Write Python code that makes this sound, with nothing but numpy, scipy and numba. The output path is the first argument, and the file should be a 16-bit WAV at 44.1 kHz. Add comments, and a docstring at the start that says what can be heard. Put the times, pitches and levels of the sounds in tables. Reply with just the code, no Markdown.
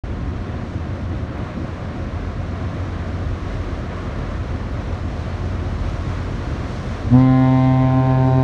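"""A cargo ship's horn sounds across a river, heard from a small boat with a throbbing diesel.
Wind rumbles, water washes and thumps along the hull, and droplets tick. Late in the scene the horn's
diaphragm chops air into a flared pipe: the note scoops up to a steady low pitch and turns brassy.
The bank returns it late and slightly sharp (the Doppler effect), so the two beat.
Automatic gain control pulls everything down once the blast arrives."""
import sys
import numpy as np
from scipy import signal
from scipy.fft import rfft, irfft, next_fast_len
from scipy.io import wavfile
from scipy.ndimage import map_coordinates
from numba import njit

SR = 44100
rng = np.random.default_rng(int(sys.argv[2]) if len(sys.argv) > 2 else 0)


def master_out(mix):
    """Clip the mix to full scale and print it as 16-bit PCM to the path in sys.argv[1]."""
    frames = np.transpose(np.atleast_2d(mix))
    ceiling = np.clip(frames, -1, 1)
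    pcm = np.round(ceiling * 32767).astype(np.int16)
    wavfile.write(sys.argv[1], SR, pcm)


N = 371763
T = np.arange(N) / SR

# The diesel's firing tone and its octave. Each row: time in seconds, level in dB (octave: before its lift).
FIRING_LEVELS = [(0.1, -29.5), (0.3, -37), (0.6, -49), (1.2, -41), (1.4, -54), (2.15, -36), (3.1, -40),
                 (3.5, -31), (5.25, -29.5), (7.6, -34), (8.3, -32.5)]
OCTAVE_LEVELS = [(0.1, -39), (1.05, -31.5), (1.5, -41.5), (2.35, -31.5), (3.3, -30), (4.15, -40.5),
                 (5.4, -29.5), (6.2, -34), (7.05, -37), (8.0, -29), (8.3, -27.5)]
# Weaker tones from unequal cylinders. Each row: multiple of the cycle rate, level in dB.
IMBALANCE_TONES = [(9, -40.5), (10, -37), (11, -37.5), (15, -39.5), (16, -46.5), (17, -41), (18, -47.5)]
# Resonances of hull and fittings. Each row: frequency in Hz, width in Hz, level in dB.
HULL_MODES = [(172, 4, -42.5), (204.8, 8, -47), (229.3, 5, -48), (270.8, 6, -47.5), (358.5, 3, -46.5),
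              (535.6, 12, -49), (724, 20, -51.5), (1075, 14, -58), (1430, 16, -57)]
# Noise spectra of wind and water. Each row: frequency in Hz, relative spectral density in dB.
BREEZE_SPECTRUM = [(10, -24), (22, -16), (33, -8.5), (43, -2), (55, 1.5), (100, 2), (150, -3.5), (260, -5),
                   (350, -9), (450, -22.5), (800, -55), (3000, -87.5)]
WASH_SPECTRUM = [(200, -11.5), (420, 0), (600, 1), (740, -1.5), (790, -6), (880, -6.5), (1080, -3),
                 (1400, -7), (2000, -10.5), (2750, -18), (3900, -24), (5000, -33.5), (12000, -78)]
SPRAY_SPECTRUM = [(1500, -15.5), (3000, 0.5), (4300, 0.5), (4850, -4), (5500, -2), (6500, -6), (7400, -12),
                  (8600, -15), (9900, -21), (10500, -26.5), (15500, -36)]
GUST_SPECTRUM = [(12, -23), (30, -6), (45, 6.5), (58, 5), (75, -8), (110, -24.5), (300, -60.5),
                 (3000, -125)]
# Passing waves. Each row: centre and half length in seconds, change of wash and of spray in dB.
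PASSING_WAVES = [(1.42, 0.17, 2, -0.2), (1.9, 0.27, 1, -0.2), (2.8, 0.33, 1.5, 1.0), (3.5, 0.16, 1.5, 2.5),
                 (4.08, 0.31, 1.6, 1), (5.33, 0.2, 0.7, 1.1), (6.1, .42, 1.2, 2.5), (6.833, .26, 0.7, 2.3),
                 (7.546, .2, -1, 2)]
# Gusts at the microphone. Each row: centre and half length in seconds, crest level in dB.
WIND_GUSTS = [(.33, 0.087, -30), (3.45, 0.2, -30), (4.402, .4, -37), (5.204, 0.21, -29),
              (5.816, 0.091, -29.5), (7.907, 0.18, -33.5)]
# Nearby droplets. Each row: start in seconds, relative level in dB, decay time in seconds.
DROPLETS = [(1.381, -50, .004), (1.72, -66, .03), (3.25, -61, .01), (3.385, -60, .006), (4.724, -52, .006),
            (7.398, -45, .004), (8.265, -55, .004)]
# Wavelets striking the hull. Each row: centre in seconds, envelope peak in dB, frequency in Hz.
HULL_THUMPS = [(2.399, -17, 112), (3.27, -15, 89), (5.37, -19.5, 70), (6.531, -18.5, 111),
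               (6.801, -23, 147), (7.077, -11.5, 92)]
# The horn's harmonics, drifting as the moving ship changes the paths of its sound.
# Each row: harmonic number, relative level at mid-blast in dB, drift in dB per second.
HORN_HARMONICS = [(1, 4, 0.5), (2, 1, -8), (3, -15, 8.5), (4, -14.5, -3.5), (5, -9.5, 4), (6, -9.5, 0),
                  (7, -14.5, 2), (8, -14, 0), (9, -34.5, -10), (10, -35.5, -10), (11, -27.5, -3.5),
                  (12, -30, 13), (13, -27, -5.5), (14, -26.5, 3), (15, -30, -5.5), (16, -26.5, -9.5),
                  (17, -35, -3.5), (18, -35, -4), (19, -36.5, 8), (20, -39, 1), (21, -43, 1.5),
                  (22, -42, -7.5), (23, -39.5, -3.5), (24, -39, -2.5), (25, -44, -7), (26, -40.5, -8.5),
                  (27, -46, -7), (28, -41.5, -7), (29, -41, -4.5), (30, -39.5, 0.5), (31, -46, -11.5),
                  (32, -49.5, -9), (33, -52, 3), (34, -51, -3), (35, -56, -4), (36, -50.5, -1),
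                  (37, -53, 4.5), (38, -55.5, -2)]
# Brief dips in bands of the horn's tone.
# Each row: centre and half length in seconds, band centre and half width in Hz, depth in dB.
HORN_DIPS = [(7.32, 0.069, 910, 70, 20), (7.71, 0.34, 520, 70, 6), (7.88, 0.22, 390, 70, 19.5),
             (7.69, 0.16, 1430, 70, 13), (7.66, 0.14, 1690, 70, 12), (8.0, .26, 2080, 70, 8),
             (8, 0.22, 1820, 70, 16), (7.71, 0.12, 2990, 70, 13.5), (7.97, .08, 3850, 120, 10),
             (7.71, .08, 2340, 70, 13), (6.1, .2, 2470, 70, 9), (7.99, .07, 3200, 130, 11),
             (7.42, .09, 4300, 70, 12), (7.25, .11, 1950, 330, 5), (7.25, .15, 3000, 700, 3.5),
             (8.33, .11, 2600, 1100, 6), (7.22, 0.077, 720, 130, 4), (7.2, .06, 1430, 70, 10)]
# Air escaping from the horn. Each row: frequency in Hz, relative spectral density in dB.
AIR_SPECTRUM = [(300, -4), (1800, -1), (2900, -10.5), (3900, -12.5), (4800, -16), (6000, -23),
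                (12000, -62)]
# The dull tone of the echo. Each row: frequency in Hz, relative level in dB.
ECHO_SPECTRUM = [(130, -24), (260, -3), (390, -14), (520, -21), (800, -30), (1100, -36)]

HORN_HZ, SCOOP_HZ = 129.82, 9.3  # pitch at full pressure, and how far below it the note starts
# The valve opens; then come the rise times of the note, its overtones, the pressure and the brassy top.
VALVE_S, ATTACK_S, FILL_S, PRESSURE_S, RASP_RISE_S = 7.094, 0.023, 0.032, 0.066, 0.076


def undb(db):
    """Amplitude ratio of a level in decibels."""
    return 10 ** (np.asarray(db) / 20)


def spectral_gain(spectrum, hz):
    """Gain of a spectrum, interpolated in decibels over log frequency."""
    knots_hz, db = np.transpose(spectrum)
    return undb(np.interp(np.log(hz + 1e-3), np.log(knots_hz), db))


def shaped(x, spectrum):
    """Filtering by multiplication of spectra; the result has rms 1."""
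    size = next_fast_len(N)
    gain = spectral_gain(spectrum, np.fft.rfftfreq(size, 1 / SR))
    filtered = irfft(rfft(x, size) * gain, size)[:N]
    return filtered / np.sqrt(np.mean(filtered ** 2))


def wander(rate):
    """A smooth random signal with spread near 1, through `rate` values a second."""
    knots = rng.standard_normal(2048)
    coarse = map_coordinates(knots, [T[::64] * rate + 2], order=3, mode="wrap")
    return np.interp(T, T[::64], coarse)


def hump(centre_s, half_s):
    """A Gaussian pulse of height 1."""
    return np.exp(-((T - centre_s) / half_s) ** 2)


def shortfall(rise_s):
    """The horn's starting transient: 1 until the valve opens, then falling to 0 in about rise_s."""
    return np.exp(-(np.maximum(T - VALVE_S, 0) / rise_s) ** 2)


def diesel(cycle_hz=7.53, octave_lift_db=2, waver_db=1.5):
    """Forced vibration: six cylinders fire once a cycle each; their unequal blows shake the hull."""
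    cycles = np.cumsum(cycle_hz * (1 + 0.002 * wander(2.22))) / SR
    firing_db = np.interp(T, *np.transpose(FIRING_LEVELS)) + waver_db * wander(6)
    octave_db = np.interp(T, *np.transpose(OCTAVE_LEVELS)) + octave_lift_db + waver_db * wander(7)
    lines = [(6, firing_db), (12, octave_db)]
    lines += [(k, db + waver_db * wander(3.1)) for k, db in IMBALANCE_TONES]
    tones = sum(undb(db) * np.sin(2 * np.pi * (k * cycles + rng.random())) for k, db in lines)
    hull = np.zeros(N)
    for hz, width_hz, db in HULL_MODES:
        phase = 2 * np.pi * hz * T
        hull += undb(db) * (wander(width_hz) * np.sin(phase) + wander(width_hz) * np.cos(phase))
    return np.sqrt(2) * tones + hull


def breeze():
    """Turbulence: a steady wind buffets the microphone with a low rumble."""
    return shaped(rng.standard_normal(N), BREEZE_SPECTRUM) * undb(-28 + wander(16))


def river(grain_db=4):
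    """Broadband noise: water washes the hull and bursting bubbles fizz, louder as the ship nears."""
    wash_db = -37 + 0.3637 * T + sum(db * hump(s, half_s) for s, half_s, db, _ in PASSING_WAVES)
    spray_db = -55.5 + 0.7649 * T + sum(db * hump(s, half_s) for s, half_s, _, db in PASSING_WAVES)
    wash = shaped(rng.standard_normal(N), WASH_SPECTRUM) * undb(wash_db + 0.69 * wander(14))
    bubbles = rng.standard_normal(N) * undb(grain_db * rng.standard_normal(N))
    return wash + shaped(bubbles, SPRAY_SPECTRUM) * undb(spray_db + 0.5 * wander(11))


def gusts(flutter_db=2.5):
    """Vortex shedding: each gust leaves eddies at the microphone, a deep, fluttering rumble."""
    strength = sum(undb(db) * hump(s, half_s) for s, half_s, db in WIND_GUSTS)
    return strength * shaped(rng.standard_normal(N), GUST_SPECTRUM) * undb(flutter_db * wander(16))


def droplets(cutoff_hz=9000):
    """Impact noise: each droplet is a bright spit that decays exponentially."""
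    envelope = sum(undb(db) * np.exp(-np.abs(T - s) / decay_s) * (T >= s) for s, db, decay_s in DROPLETS)
    highpass = signal.butter(2, cutoff_hz, "high", fs=SR, output="sos")
    return signal.sosfilt(highpass, envelope * rng.standard_normal(N) / 2)


def hull_thumps(width_s=0.0068):
    """Heavy damping: a wavelet's soft push on the hull dies within a few cycles."""
    return sum(undb(db) * np.exp(-((T - s) / width_s) ** 2 / 2) * np.sin(2 * np.pi * hz * (T - s))
               for s, db, hz in HULL_THUMPS)


def dip_db(hz):
    """Attenuation over time of the horn's harmonic at this frequency."""
    return sum(db * hump(s, half_s) for s, half_s, centre_hz, half_hz, db in HORN_DIPS
               if abs(hz - centre_hz) < half_hz)


def horn(cycles, gain_db=-12.5, fade_db_per_s=1.1, rasp_hz=1250, swell_hz=560):
    """Nonlinear steepening: a diaphragm chops air into a flared pipe; full pressure turns it brassy."""
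    dull_db_per_octave = 10.5 * shortfall(FILL_S)
    rasp_db = 1.5 - 29 * shortfall(RASP_RISE_S)
    swell_db = 1.2 * hump(7.63, 0.11)
    boom = hump(7.158, 0.034)
    from_middle_s = T - T[T > VALVE_S].mean()
    tone = np.zeros(N)
    for k, db, drift_db_per_s in HORN_HARMONICS:
        hz = k * HORN_HZ
        source_db = db - dull_db_per_octave * np.log2(k)
        source_db += rasp_db / (1 + (rasp_hz / hz) ** 8)  # acts above rasp_hz
        source_db += swell_db / (1 + (swell_hz / hz) ** 8)
        source_db += max(1.9 - 0.5 * (k - 1), 0) * boom  # the lowest harmonics boom at the onset
        path_db = drift_db_per_s * from_middle_s - dip_db(hz)
        # Moving air scatters short waves most, in level and in phase.
        exposure = min(k / 12, 1)
        scatter_db = exposure * (1.3 * wander(5) + 1.7 * wander(22))
        scattered_cycles = k * cycles + exposure * 0.18 * wander(1.993)
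        tone += undb(source_db + path_db + scatter_db) * np.sin(2 * np.pi * scattered_cycles)
    # A puff of air escapes once a cycle, hardest just as the note reaches its pitch.
    puffs = rng.standard_normal(N) * (1 + np.cos(2 * np.pi * cycles))
    air_gain = undb(-34 + rasp_db + swell_db) + undb(-25) * hump(VALVE_S + 0.106, 0.028)
    envelope = (1 - shortfall(ATTACK_S)) * undb(gain_db - fade_db_per_s * np.maximum(T - VALVE_S, 0))
    return envelope * (tone + air_gain * shaped(puffs, AIR_SPECTRUM))


def bank_echo(cycles, arrival_s=7.265, full_s=7.93, doppler_hz=3.55, waver_db=5):
    """Doppler effect: the ship steams towards the bank, so its dull echo returns a little sharp."""
    swell_db = -20 - 19.5 * np.maximum(full_s - T, 0)
    onset = np.clip((T - arrival_s) / ATTACK_S, 0, 1)
    shifted_cycles = cycles + doppler_hz * (T - arrival_s)
    tone = np.zeros(N)
    for k in range(1, 9):
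        gain = spectral_gain(ECHO_SPECTRUM, k * HORN_HZ) * undb(waver_db * wander(9.2))
        tone += gain * np.sin(2 * np.pi * k * shifted_cycles)
    return np.sqrt(2) * undb(swell_db) * onset * tone


def scene():
    """Superposition of ship, boat, wind and water; the horn's pitch rises with its air pressure."""
    pitch_hz = HORN_HZ - SCOOP_HZ * shortfall(PRESSURE_S)
    cycles = np.cumsum(pitch_hz * (1 + 0.00057 * wander(30))) / SR
    ship = horn(cycles) + bank_echo(cycles)
    return (ship + diesel() + breeze() + river() + gusts() + hull_thumps() + droplets())[None]


@njit
def follow(x, attack, release):
    """Envelope detection: a one-pole smoother with separate rates for rising and sinking."""
    envelope, level = np.empty(len(x)), 0.
    for i in range(len(x)):
        level += (x[i] - level) * (attack if x[i] > level else release)
        envelope[i] = level
    return envelope


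def record(dry, threshold_db=-13.5, slope=0.51, attack_s=0.054, release_s=1.0, cutoff_hz=15700):
    """Compression: gain control turns loud sound down, and a low-pass filter cuts the top."""
    envelope = follow(np.abs(dry[0]), 1 / (attack_s * SR), 1 / (release_s * SR))
    gain = np.maximum(envelope / undb(threshold_db), 1) ** -slope
    onset = np.clip((T - 0.036) / 0.002, 0, 1)  # an abrupt start after a split second of silence
    lowpass = signal.ellip(8, 0.2, 70, cutoff_hz, fs=SR, output="sos")
    return signal.sosfilt(lowpass, dry * gain * onset)


dry = scene()
out = record(dry)
master_out(out)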